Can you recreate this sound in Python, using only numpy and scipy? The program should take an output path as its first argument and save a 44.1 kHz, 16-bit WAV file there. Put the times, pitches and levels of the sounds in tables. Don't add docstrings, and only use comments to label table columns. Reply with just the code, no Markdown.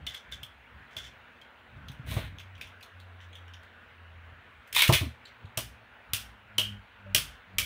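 import sys
import numpy as np
from scipy import signal
from scipy.fft import rfft, irfft, next_fast_len
from scipy.io import wavfile
from scipy.ndimage import uniform_filter1d, map_coordinates

SR = 44100
rng = np.random.default_rng(int(sys.argv[2]) if len(sys.argv) > 2 else 0)


def inscribe(sig):
    pcm = np.round(np.clip(np.atleast_2d(sig).T, -1, 1) * 32767)
    wavfile.write(sys.argv[1], SR, pcm.astype(np.int16))


def level_to_linear(level):
    exponent = np.asarray(level, float) / 20
    return 10 ** exponent


N = 337365

# freq_hz, density_db
FAN_HISS = [(88, -18), (150, -17), (244, -3), (286, -13), (484, -6.5), (1260, -5), (1450, 0.5), (1980, -5),
            (2140, -6), (2810, -8.5), (3700, -17), (4950, -31), (7920, -37.5), (14800, -40), (16000, -26)]
# start_s, hold_s, level_db
LAUNCH_SWELLS = [
    (2.15, .06, -47.5),
    (4.89, .03, -46.5),
]
# freq_hz, density_db
MATTRESS_RUMBLE = [(15, -43.5), (25, -7.5), (62, 9), (124, 1), (156, -5.5), (215, -9.5), (287, -9.5),
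                   (350, -40.5), (460, -63), (770, -120)]
# start_s, hold_s, level_db
WEIGHT_SHIFTS = [(0.0, 0.01, -42.5), (0.3, 0.12, -51), (0.45, 0.026, -56), (0.75, .04, -51),
                 (0.97, 0.054, -49.5), (1.78, .15, -44.5), (2.1, 0.11, -33), (2.58, 0.085, -52.5),
                 (3.17, 0.13, -62), (4.15, 0.19, -56.5), (4.6, 0.035, -59), (4.76, .03, -50.5),
                 (4.9, 0.043, -59.5), (5.65, .04, -49), (6.1, 0.18, -53), (6.68, 0.036, -50),
                 (7.18, 0.027, -41.5), (7.6, .06, -40)]
# delay_s, level_db
WALL_ECHOES = [(.0045, -18), (.0115, -12.5), (.016, -11), (0.023, -24), (0.032, -15)]
# freq_hz, t60_s
ROOM_DECAY = [(300, 0.32), (3000, 0.29), (8000, 0.26), (15000, .22)]
# start_s, peak_db, ring_hz, crack_db
GATHERING = [(0.067, -22, 3440, -24), (0.069, -35, 2100, -33), (0.0891, -43, 3150, -14),
             (0.1383, -38, 2100, -26), (0.1451, -26, 3400, -25), (0.1673, -40, 3220, -35),
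             (0.3176, -42, 2100, -11), (0.3225, -27, 3560, -31), (0.325, -37, 1600, -32),
             (0.3494, -51, 3600, -34), (0.4317, -26, 3350, -22.5), (0.9669, -22.5, 3340, -22.5),
             (1.415, -41.5, 3220, -40)]
# start_s, peak_db, ring_hz, crack_db
RELOADING = [(1.8836, -34, 3500, -22), (1.917, -56, 2230, -1), (2.385, -30.5, 3550, -33),
             (2.3994, -35.5, 2650, -22), (2.552, -41.5, 3200, -36), (2.5797, -42, 2410, -29),
             (2.612, -25, 2600, -28), (2.6135, -33.5, 3560, -23), (2.6723, -42, 3040, -19),
             (2.8087, -41, 2680, -23), (2.828, -35.5, 3630, -19.5), (2.829, -58, 5700, -22),
             (2.9997, -42.5, 3950, -22), (3.2035, -39.5, 3100, -44), (3.3298, -41, 3400, -39),
             (3.3537, -34.5, 3330, -27), (3.481, -44, 3070, -38), (3.5359, -36, 3200, -32),
             (3.5375, -45.5, 5800, -30), (3.6326, -44, 1870, -27), (4.675, -45.5, 1800, -14),
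             (5.2537, -37, 4200, -34), (5.454, -44, 3700, -32)]
# start_s, peak_db, ring_hz, crack_db, mode_spread_ratio
RELEASES = [
    (4.7282, -28.5, 2250, -7, 0.85),
    (4.7496, -19, 2830, -9.5, 1.1),
    (4.7606, -17, 3650, -14, 0.51),
    (4.764, -18, 1000, -38.5, 0.13),
    (4.795, -15.5, 3814, -19.5, 0.5),
    (4.8212, -7.5, 2290, -12.5, 1.3),
    (4.8788, -13.5, 2730, -16, 1.1),
    (4.9261, -15.5, 4100, -9.5, 1.1),
    (4.936, -9, 2580, -14, 0.77),
    (4.952, -17, 3400, -9.5, .9),
]
# start_s, peak_db, ring_hz, crack_db, mode_spread_ratio
RIM_CLASHES = [
    (5.5746, -18, 3100, -8.5, 0.95),
    (6.135, -15.5, 3190, -8.5, 0.45),
    (6.5825, -9, 3220, -19, 0.33),
    (6.5829, -10.5, 2900, -25, 0.28),
    (7.148, -13, 2400, -6.5, 0.2),
    (7.1488, -14, 3100, -7, 0.5),
    (7.5848, -15, 2350, -7.5, 0.25),
    (7.5856, -20, 3200, -13, 0.84),
]
# freq_ratio, level_db
RIM_MODES = [(0.659, -16.5), (0.841, -2.5), (0.949, 0), (1.0, 8.5), (1.099, -14.5), (1.22, -17.5)]
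# freq_ratio, level_db
PART_MODES = [(0.698, -3), (0.9, 7), (1.0, 10), (1.15, 1.5), (1.8, -9), (2.751, -23)]
# freq_hz, density_db
PLASTIC_CRACK = [(710, -39.5), (1200, -13.5), (1570, -10), (2020, -14.5), (2250, -8.5), (3150, 0),
                 (4000, -10), (5590, -8), (7330, -14), (8720, -9.5), (13600, -13), (15000, -6.5),
                 (16000, -22.5)]
# freq_hz, width_hz, level_db
BOWL_MODES = [(347, 130, 2), (627, 84, 6.5), (1035, 340, -2), (1350, 180, -9)]
# start_s, hold_s, level_db
RING_RATTLES = [(0.07, 0.049, -49), (0.14, 0.04, -50.5), (0.325, 0.017, -44), (0.44, 0.0088, -68),
                (0.91, .045, -64), (0.975, 0.018, -43), (1.0, 0.083, -52), (2.39, 0.018, -55.5),
                (2.62, 0.063, -60), (3.21, 0.041, -63), (5.255, 0.034, -62.5), (7.2, 0.154, -65)]
# freq_hz, width_hz, level_db
LOOSE_RING_MODES = [(1600, 100, -4.5), (2100, 210, -4), (3100, 93, 4), (3400, 130, 4), (3505, 130, 5),
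                    (5900, 1700, -12.5)]
# start_s, peak_db, boom_hz, slap_db, t60_s
BOWL_BUMPS = [(0.291, -43, 66.4, -38, 0.08), (0.427, -47, 120, -20, 0.12), (0.962, -49, 93, 6, 0.08),
              (1.768, -44.5, 141.6, -7, 0.092), (1.898, -35.5, 128, -40, 0.06),
              (1.995, -35, 127, -38, 0.095), (2.067, -41.5, 110, -1, 0.13), (2.115, -26, 95, -10.5, 0.042),
              (2.166, -22.5, 110, -6, 0.068), (2.239, -32, 64, -29, 0.08), (4.892, -9.5, 120.2, -2, 0.066),
              (4.923, -18, 129.5, -8.5, 0.078), (4.95, -24, 83.4, -18, 0.093),
              (5.012, -22.5, 102.4, -10, 0.095), (5.029, -33.5, 283.5, -12, 0.093),
              (5.066, -35.5, 242, -15, 0.075), (5.445, -34.5, 100.7, -37.5, 0.089),
              (5.574, -31, 115, 3, 0.077), (6.133, -33, 102.1, -38, 0.086), (6.584, -37, 150, 5, 0.04),
              (7.061, -51, 584, -14, 0.21), (7.149, -35.5, 95.4, 9, 0.087)]
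# time_s, rasp_db, sizzle_db
CORD_PULLS = [
    [(2.05, -61, -28), (2.056, -70, 0), (2.07, -49, -5), (2.118, -35.5, -6.5), (2.158, -45.5, -1.5),
     (2.172, -38, -8), (2.28, -51.5, -20)],
    [(4.72, -60.5, -6), (4.726, -51.5, -15.5), (4.768, -17.5, -5.5), (4.836, -19, -14), (4.874, -39, 1.5),
     (4.885, -32, 3.5)],
    [(4.92, -40.5, -9), (4.926, -28.5, -9), (4.938, -17, -10), (5.0, -40.5, -2.5)],
]
# freq_hz, width_hz, level_db
SHELL_MODES = [(1024, 177.6, -14), (2015, 620, -0.5), (2530, 920, 1.5), (3200, 840, 1), (3840, 600, -2)]
# start_s, hold_s, hum_db
GOLD_TIP_LEANS = [(2.27, 0.29, -49.5), (2.663, 0.13, -58), (2.962, 0.63, -51), (3.667, 0.3, -62.5),
                  (4.012, 0.34, -51), (4.56, 0.03, -61), (5.017, 0.052, -35), (5.623, .08, -52.5),
                  (6.123, 0.21, -53), (6.696, .12, -55), (7.113, 0.23, -51), (7.575, 0.068, -52)]
# start_s, hold_s, hum_db
RED_TIP_LEANS = [
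    (5.06, 0.012, -41.5),
    (5.45, .03, -54),
    (5.591, 0.045, -52.5),
    (5.75, 0.08, -62.5),
    (6.14, 0.066, -55),
    (6.27, .15, -66),
    (6.589, 0.18, -45),
    (7.08, 0.076, -46),
    (7.55, 0.15, -48),
]


def unit(x):
    return x / np.sqrt(np.mean(x ** 2) + 1e-20)


def along(points, hz):
    f, v = np.transpose(points)
    return np.interp(np.log(hz + 1), np.log(f + 1), v)


def curves(rows):
    s, *cols = np.transpose(rows)
    t = np.arange(N) / SR
    inside = np.clip(np.minimum(t - s[0], s[-1] + 0.0058 - t) / 0.0031, 0, 1)
    return inside, *[np.interp(t, s, c) for c in cols]


def swells(rows, rest_db, rise, fall):
    t = np.arange(0, N + 64, 32) / SR
    out = np.full(len(t), float(rest_db))
    for s, hold, db in rows:
        early, late = np.maximum(s - t, 0), np.maximum(t - s - hold, 0)
        out = np.maximum(out, db - rise * early - fall * late)
    return np.interp(np.arange(N) / SR, t, out)


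def wobble(rate):
    knots = rng.standard_normal(int(N * rate / SR) + 4)
    return map_coordinates(knots, [np.arange(N) * rate / SR])


def filtered(x, response):
    m = next_fast_len(x.shape[-1] + 2048, True)
    return irfft(rfft(x, m) * response(np.fft.rfftfreq(m, 1 / SR)), m)[..., :x.shape[-1]]


def coloured(x, spectrum):
    return filtered(x, lambda hz: level_to_linear(along(spectrum, hz)))


def resonant(x, modes):
    def response(f):
        total = 0
        for k, (centre, width, db) in enumerate(modes):
            damping = 1j * f * width
            total = total + (-1) ** k * level_to_linear(db) * damping / (centre * centre - f * f + damping)
        return total
    return filtered(x, response)


def add(track, s, sound):
    part = track[round(s * SR):][:len(sound)]
    part += sound[:len(part)]


def background():
    z = signal.stft(rng.standard_normal(N), nperseg=512)[2]
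    field = uniform_filter1d(uniform_filter1d(rng.standard_normal(z.shape), 5, 0), 12, 1)
    patchy = signal.istft(z * level_to_linear(1.7 * unit(field)), nperseg=512)[1][:N]
    hiss_db = swells(LAUNCH_SWELLS, rest_db=-55.5, rise=110, fall=90) + 0.5 * wobble(4.2)
    hiss = level_to_linear(hiss_db) * unit(coloured(patchy, FAN_HISS))
    rumble = unit(coloured(rng.standard_normal(N), MATTRESS_RUMBLE) * level_to_linear(1.82 * wobble(11)))
    rumble_db = swells(WEIGHT_SHIFTS, rest_db=-64, rise=190, fall=114) - 1.0
    return hiss + level_to_linear(rumble_db) * rumble


def room(x, wet_db, feed=None):
    hz, t, z = signal.stft(rng.standard_normal(SR // 3), SR, nperseg=256)
    tail = signal.istft(z * level_to_linear(-60 * t / along(ROOM_DECAY, hz)[:, None]), SR, nperseg=256)[1]
    tail *= np.clip(np.arange(len(tail)) / SR / 0.01, 0, 1) ** 2
    tail *= level_to_linear(wet_db) / np.linalg.norm(tail)
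    out = signal.fftconvolve(x if feed is None else feed, tail)
    for s, db in [(0.000084, 0.00092)] + WALL_ECHOES:
        add(out, s, level_to_linear(db) * x)
    return out


def contacts(table, shape, ring_t60, knock_db, follows, ms, wet_db):
    out, t = np.zeros(N), np.arange(SR // 20) / SR
    blow = 1.0 * (np.arange(len(t)) == SR // 500)
    for s, db, hz, crack_db, *given_spread in table:
        spread = np.prod(given_spread)
        chatter = rng.standard_normal(len(t)) * np.exp(-(t / (ms * 0.0015)) ** 2)
        chatter *= np.clip(t / 0.00086, 0, 1)
        width = 3.47 / ring_t60 * spread ** 0.5
        modes = []
        for ratio, level in shape:
            mode_hz = hz * ratio ** spread * (1 + rng.normal(0, 0.018))
            modes.append((mode_hz, width, level + 1.5 * rng.normal()))
        taps = chatter * (rng.random(len(t)) < 0.03) + blow
        parts = [(lambda x: resonant(x, modes), taps, 0),
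                 (lambda x: coloured(x, PLASTIC_CRACK), chatter, crack_db + 13),
                 (lambda x: resonant(x, BOWL_MODES), chatter, knock_db + follows * crack_db)]
        near, all_round = 0, 0
        for part, drive, part_db in parts:
            sound, even = part(np.array([drive, blow]))
            sound = sound * level_to_linear(part_db) / np.abs(sound).max()
            near = near + sound
            all_round = all_round + even * np.linalg.norm(sound) / np.linalg.norm(even)
        add(out, s - 0.0015, level_to_linear(db - 4.0) * room(near, wet_db, all_round))
    return out


def rattle():
    ticks = (rng.random(N) < 520 / SR) * level_to_linear(2.3 * rng.standard_normal(N))
    ticks = unit(ticks * np.sign(rng.standard_normal(N)))
    shaken = level_to_linear(swells(RING_RATTLES, rest_db=-110, rise=2500, fall=1800)) * ticks

    def scaled(part):
        return part(shaken) / np.std(part(ticks))

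    ring = scaled(lambda x: resonant(x, LOOSE_RING_MODES))
    crack = scaled(lambda x: coloured(x, PLASTIC_CRACK))
    return room(ring + level_to_linear(-22) * crack, wet_db=-9)[:N]


def bumps():
    out, t = np.zeros(N), np.arange(SR // 4) / SR
    for s, db, hz, slap_db, t60 in BOWL_BUMPS:
        boom = -np.sin(2 * np.pi * hz * t) * level_to_linear(-60 * t / t60) * (1 - np.exp(-t / 0.0016))
        slap = resonant(rng.standard_normal(len(t)) * np.exp(-t / 0.023), BOWL_MODES)
        add(out, s, level_to_linear(db + 4.5) * (boom + level_to_linear(slap_db - 6) * slap / np.abs(slap).max()))
    return out


def cord():
    out = np.zeros(N)
    teeth_passed = np.cumsum(520 * level_to_linear(3 * wobble(90))) / SR
    teeth = np.diff(np.floor(teeth_passed), prepend=0) * level_to_linear(3.2 * rng.standard_normal(N))
    scrape = 0.042 * rng.standard_normal(N) * level_to_linear(5.19 * wobble(300))
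    rasp = unit(resonant(teeth + scrape, SHELL_MODES))
    bright = coloured(0.5 * teeth + scrape, PLASTIC_CRACK)
    sizzle = unit(filtered(bright, lambda hz: 1 / (1 + (5200 / (hz + 1)) ** 6)))
    for pull in CORD_PULLS:
        inside, rasp_db, sizzle_db = curves(pull)
        out += inside * level_to_linear(rasp_db - 6.0) * (rasp + level_to_linear(sizzle_db) * sizzle)
    return room(out, wet_db=-6.5)[:N]


def spin(leans, lands, hz, friction, jolt, loss, skid_db, skid_grows):
    t = np.arange(N) / SR
    turns_hz = hz - friction * (t - lands) - loss * (t > jolt)
    turn = 2 * np.pi * np.cumsum(turns_hz) / SR + 0.21 * wobble(14)
    hum_db = swells(leans, rest_db=-73, rise=220, fall=257)
    skidding_db = hum_db + skid_db + skid_grows * (t - lands)
    hum = 0
    for k, db in enumerate((hum_db, skidding_db), 1):
        hum = hum + np.sqrt(2) * level_to_linear(db + 1.1 * wobble(18)) * np.sin(k * turn)
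    return np.clip((t - lands) / 0.0086, 0, 1) * hum


def scene():
    hands = contacts(GATHERING, RIM_MODES, ring_t60=0.034, knock_db=-17.5, follows=0.21, ms=5.5, wet_db=-8.0)
    hands += contacts(RELOADING, PART_MODES, ring_t60=0.011, knock_db=-17.5, follows=0.2, ms=6.8, wet_db=-6.0)
    hands += contacts(RELEASES, RIM_MODES, ring_t60=0.013, knock_db=-14, follows=1.0, ms=4.3, wet_db=-2.0)
    tops = spin(GOLD_TIP_LEANS, lands=2.2, hz=95.2, friction=6.0, jolt=5.3, loss=13, skid_db=-28, skid_grows=0)
    tops += spin(RED_TIP_LEANS, lands=5.03, hz=120.5, friction=10.8, jolt=6.14, loss=0.3,
                 skid_db=-9, skid_grows=1.1)
    tops += contacts(RIM_CLASHES, RIM_MODES, ring_t60=0.014, knock_db=-17.5, follows=0.55, ms=4.58, wet_db=-2.5)
    return (background() + hands + rattle() + bumps() + cord() + tops)[None]


def low_pass(x):
    return signal.sosfilt(signal.butter(12, 16800, fs=SR, output="sos"), x)


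def record(dry):
    def microphone(hz):
        treble_db = -24 * np.clip((hz - 15800) / 300 + 0.5, 0, 1)
        return level_to_linear(treble_db) / (1 + (48.6 / (hz + 1)) ** 4)
    mix = filtered(dry[0], microphone)[None]
    return low_pass(mix)


dry = scene()
out = record(dry)
inscribe(out)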